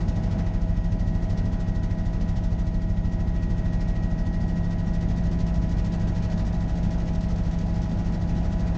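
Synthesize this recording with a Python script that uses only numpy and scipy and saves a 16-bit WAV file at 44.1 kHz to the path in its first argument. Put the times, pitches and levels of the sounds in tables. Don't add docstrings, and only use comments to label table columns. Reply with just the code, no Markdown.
import sys
import numpy as np
from scipy import signal
from scipy.fft import rfft, irfft
from scipy.io import wavfile
from scipy.ndimage import uniform_filter1d, map_coordinates

SR = 44100
rng = np.random.default_rng(int(sys.argv[2]) if len(sys.argv) > 2 else 0)


def store_wav(level_fs):
    pcm = np.round(np.clip(np.atleast_2d(level_fs), -1, 1) * 32767)
    wavfile.write(sys.argv[1], SR, pcm.T.astype(np.int16))


def linear_from_db(decibels):
    return 10 ** (np.asarray(decibels, float) / 20)


N = 386757


def curves(rows):
    s, *cols = np.transpose(rows)
    return [np.interp(np.arange(N) / SR, s, c) for c in cols]


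def wobble(rate):
    knots = rng.standard_normal(int(N * rate / SR) + 4)
    return map_coordinates(knots, [np.arange(N) * rate / SR])


def banked(level_db, banked_db, bank):
    return level_db + (banked_db - level_db) * bank


def tone(turns, db, unsteady_db):
    return np.sqrt(2) * linear_from_db(db + unsteady_db * wobble(5)) * np.cos(2 * np.pi * turns)


def rotor():
    # t/s, blade passes/Hz
    governor = [(0, 13.163), (1.0, 13.157), (1.35, 13.163), (2.0, 13.164), (2.6, 13.154), (3.9, 13.1535),
                (4.35, 13.164), (5.0, 13.171), (6.0, 13.1505), (6.95, 13.147), (7.6, 13.1495),
                (8.5, 13.159), (8.77, 13.159)]
    return np.cumsum(curves(governor)[0]) / SR


def thump(blade, bank):
    # multiple of blade rate, level/dB rms, banked level/dB rms, wander/dB
    moving = [(2, -32.5, -33, 0.2), (3, -27.5, -37, 1.55), (4, -35.5, -31, 1.7), (5, -39, -36.5, -1.4),
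              (6, -39.5, -50, 0), (7, -39.5, -49, -0.3)]
    # multiple of blade rate, level/dB rms
    steady = [(1, -48), (8, -49), (9, -49)]
    levels = [(k, banked(level_db, banked_db, bank) + wander_db * wobble(1.5))
              for k, level_db, banked_db, wander_db in moving]
    total = np.zeros(N)
    for k, db in levels + list(steady):
        if k > 4:
            lead = .2 * (k - 3.5) + .15 * bank * (k == 5)
        else:
            lead = -.11 * max(k - 2, 0) ** 2 * bank
        turns = k * (blade - .42) + lead
        total += tone(turns + .006 * k * wobble(1.5), db, unsteady_db=.6)
    return total


def family(table, ratio, blade, unsteady_db, swell={}, kind={}):
    total = np.zeros(N)
    beat = np.exp(2j * np.pi * (blade - .22))
    for multiple, db, above_db, below_db in table:
        turns = multiple * ratio * blade + rng.random()
        sides = linear_from_db(above_db - db) * beat + linear_from_db(below_db - db) / beat
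        shake = 1 + np.exp(1j * np.pi * kind.get(multiple, -.3)) * sides
        level = np.sqrt(2) * linear_from_db(db + swell.get(multiple, 0) + unsteady_db * wobble(4))
        total += level * np.real(shake * np.exp(2j * np.pi * turns))
    return total


def tail_rotor(blade, common_db, bank, cruise_hz):
    tail_tones = [(1, -51.5, -51.5, -58.4), (2, -31.8, -49.1, -52.8), (3, -47.1, -70.8, -70.3),
                  (4, -50.1, -71.8, -70.1), (5, -62.9, -78.9, -73.5), (6, -59.0, -75.5, -73.1),
                  (7, -61.5, -70.5, -77.6), (8, -64.6, -72.2, -79.1), (20, -67.4, -91.7, -88.5)]
    blades_db = banked(-0.9, 1.26, bank)
    gear_db = banked(-3, 0.5, bank) + 1.6 * common_db + 1.5 * wobble(1.7)
    swell = {2: blades_db, 20: gear_db}
    return family(tail_tones, 85.157 / cruise_hz, blade, unsteady_db=0.4, swell=swell)


def drive_shaft(blade, cruise_hz):
    shaft_tones = [(1, -33.2, -43.2, -53.4), (2, -42.3, -63.0, -56.4), (3, -58.8, -68.8, -71.6),
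                   (19, -58.5, -69.6, -68.1), (20, -77.0, -89.0, -81.5), (21, -72.5, -86.2, -86.8)]
    # t/s, level/dB
    torque = [
        (0, -3.5),
        (1.8, 2),
        (2.5, -2),
        (3.5, 3),
        (4.5, 4),
        (5.5, -1),
        (6.5, 0),
        (7, -5),
        (8.77, -1.5),
    ]
    torque_db, = curves(torque)
    return family(shaft_tones, 100.18 / cruise_hz, blade, unsteady_db=0.74, swell={19: torque_db})


def drive_train(blade, roar_db, common_db, bank):
    cruise_hz = 13.1572
    gear_tones = [(37.5, -61.6, -80.5, -80.9), (49, -48.2, -60.7, -62.1), (75, -57.3, -85.6, -75.3),
                  (98, -68.9, -74.2, -83.5), (112.5, -66.1, -86.4, -83.7), (148, -64.7, -77.9, -69.6),
                  (150, -73.1, -94.4, -77.9), (187.5, -78.5, -97.4, -96.0), (198, -76.1, -87.7, -81.8),
                  (225, -77.9, -97.6, -97.5), (100, -72.8, -93, -93)]
    gear_shake = {49: -.58, 148: 0}
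    # f/Hz at cruise speed, level/dB rms
    pump_tones = [(194.8, -47.5), (215.9, -51.8), (282, -59.0), (385.7, -67.7), (749.9, -70.1),
                  (763.1, -66.2), (766.3, -67.0), (858.2, -68.3), (1296, -75.5), (1877.1, -75.3),
                  (1900, -73.0), (1906.5, -77.2)]
    tail = tail_rotor(blade, common_db, bank, cruise_hz)
    shaft = linear_from_db(0.02) * drive_shaft(blade, cruise_hz)
    gears = family(gear_tones, 1, blade, unsteady_db=.5, kind=gear_shake)
    gears = linear_from_db(0.16 + 0.42 * roar_db) * gears
    pumps = sum(tone(hz / cruise_hz * blade + rng.random(), db, unsteady_db=2.0) for hz, db in pump_tones)
    return tail + shaft + gears + linear_from_db(0.3) * pumps


def turbine():
    # t/s, turns/Hz, whine level/dB
    spool = [
        (0, 828.4, 0),
        (1, 828.4, -1),
        (2.8, 828.4, -2),
        (3.6, 829.6, -1),
        (4.3, 829.6, -.5),
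        (5.9, 828.2, 0),
        (6.6, 828.6, 2),
        (7.2, 830.3, 1),
        (8.77, 831.3, 3),
    ]
    whine = [(1, -54), (2, -76), (8, -77), (9.31, -92), (10, -98)]
    speed_hz, level_db = curves(spool)
    turns = np.cumsum(speed_hz + .15 * wobble(6)) / SR
    return linear_from_db(level_db + .1) * sum(tone(k * turns, db, unsteady_db=.8) for k, db in whine)


def noise(spectrum, lo_hz, hi_hz, patchy_db):
    z = signal.stft(rng.standard_normal(N + 8192), nperseg=1024)[2]
    field = uniform_filter1d(rng.standard_normal(z.shape), 10, 0)
    field = uniform_filter1d(field, 5, 1)
    white = signal.istft(z * linear_from_db(patchy_db * field / field.std()), nperseg=1024)[1]
    hz = np.fft.rfftfreq(len(white), 1 / SR) + 1e-3
    f, db = np.transpose(spectrum)
    gain = linear_from_db(np.interp(np.log(hz), np.log(f), db, right=-160)) * np.sqrt(SR / 2)
    above_lo = np.clip(.5 + 4 * np.log(hz / lo_hz), 0, 1)
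    above_hi = np.clip(.5 + 4 * np.log(hz / hi_hz), 0, 1)
    gain *= np.sqrt(above_lo * (1 - above_hi))
    return irfft(rfft(white / white.std()) * gain, len(white))[:N]


def sweep(turns, rise, fade, scatter_db):
    part = turns % 1
    strength_db = scatter_db * rng.standard_normal(int(turns.max()) + 2)[turns.astype(int)]
    return linear_from_db(strength_db) ** 2 * (1 - np.exp(-(part / rise) ** 3)) * np.exp(-(part / fade) ** 2)


def swish(blade, wake, lead, swish_db):
    # f/Hz, density/dB per Hz
    blade_air = [(1150, -87), (1640, -88.5), (2240, -89.5), (3400, -91), (4200, -90.5), (5200, -91),
                 (6000, -91.5), (6400, -93), (7000, -97), (7500, -101.0), (8100, -107.4), (8700, -116.2),
                 (9300, -127.4)]
    even_db, uneven_db = .7, 1.8
    crack = wake * sweep(blade + 1 + lead, rise=.055, fade=.2, scatter_db=uneven_db)
    bright = 2.01 * sweep(blade + 1.006, rise=0.13, fade=0.32, scatter_db=even_db) + 1.3 * crack
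    dull = 1.4 * sweep(blade + 1.06, rise=0.2, fade=0.43, scatter_db=even_db) + .45 * crack
    layers = np.sqrt(bright) * noise(blade_air, 2900, 20000, patchy_db=1.0)
    layers = layers + np.sqrt(dull) * noise(blade_air, 1000, 2900, patchy_db=1.5)
    return linear_from_db(swish_db + 1.2 * wobble(70)) * layers


def airflow(roar_db, hiss_db):
    # f/Hz, density/dB per Hz
    hull = [(14, -68), (22, -62), (32, -50.5), (42, -53), (60, -50), (85, -53), (130, -54), (180, -57.5),
            (222, -55.5), (245, -65), (275, -64), (330, -67), (400, -72.5), (470, -71)]
    panels = [(400, -72), (470, -73.5), (560, -75), (600, -72), (700, -72), (785, -73.5), (815, -79),
              (880, -78), (975, -78.5), (1010, -82.5), (1150, -85.0), (1310, -84.5), (1345, -91),
              (1450, -82.5)]
    slipstream = [(1380, -84), (1640, -87), (2240, -89.5), (2800, -92.5), (3400, -94), (4200, -97),
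                  (5200, -97), (6000, -99.4), (6400, -101.2), (7000, -105.9), (7500, -109.9),
                  (8100, -116.5), (8700, -124.1), (9300, -132.9)]
    rumble = linear_from_db(0.92 * wobble(3) + .5 * roar_db) * noise(hull, 5, 432, patchy_db=0.64)
    roar = noise(panels, 423, 1410, patchy_db=0.94) + noise(slipstream, 1360, 2700, patchy_db=1.36)
    hiss = linear_from_db(0.65 * hiss_db) * noise(slipstream, 2700, 20000, patchy_db=0.65)
    return rumble + linear_from_db(roar_db) * roar + hiss


def scene():
    # t/s, crack power ratio, lead/turns, bank 0-1 (turn of the thump shape)
    wake_path = [
        (0, .1, .08, 0),
        (4, .2, .09, .1),
        (4.8, .9, .11, .9),
        (5.9, 1.1, .13, .95),
        (6.8, 1, .17, .95),
        (7.6, 1.3, .23, .95),
        (8.1, .6, .18, .95),
        (8.77, .15, .1, .95),
    ]
    # t/s, common level/dB
    common_level = [(0, -0.6), (.42, 1.1), (.6, -1.8), (1.15, -1.8), (1.4, 0.7), (1.7, -1.1), (2.2, 0),
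                    (2.65, -1.8), (2.92, -3.5), (3.2, -1.6), (3.7, 0), (4.4, -1.5), (5.4, 0.46), (6.35, 2.6),
                    (6.65, -0.1), (6.9, 1.7), (7.2, 0), (8.77, 1.5)]
    blade = rotor()
    wake, lead, bank = curves(wake_path)
    common_db, = curves(common_level)
    roar_db = .95 * common_db + 1.2 * bank - .6 * wake + .4 * wobble(4.4) - 0.3
    swish_db = 1.05 * common_db - 2.5 * bank + 1.9 * wake + .4 * wobble(4.4) + .4
    hiss_db = 0.73 * common_db + 1.4 * bank + .1 * wake + .6 * wobble(4.4) - 1.6
    machine = thump(blade, bank) + drive_train(blade, roar_db, common_db, bank) + turbine()
    return (machine + swish(blade, wake, lead, swish_db) + airflow(roar_db, hiss_db))[None]


def roll_off(x):
    return signal.sosfilt(signal.butter(12, 9060, fs=SR, output="sos"), x)


def record(dry):
    low_cut = signal.butter(3, 36, "high", fs=SR, output="sos")
    filter_off = np.clip((np.arange(N) / SR - .43) / .05, 0, 1)
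    filtered = linear_from_db(1.2) * signal.sosfiltfilt(low_cut, dry)
    heard = filter_off * dry + (1 - filter_off) * filtered
    heard = heard / (1 + np.abs(heard / .27) ** 5) ** (1 / 5)
    return roll_off(heard)


dry = scene()
out = record(dry)
store_wav(out)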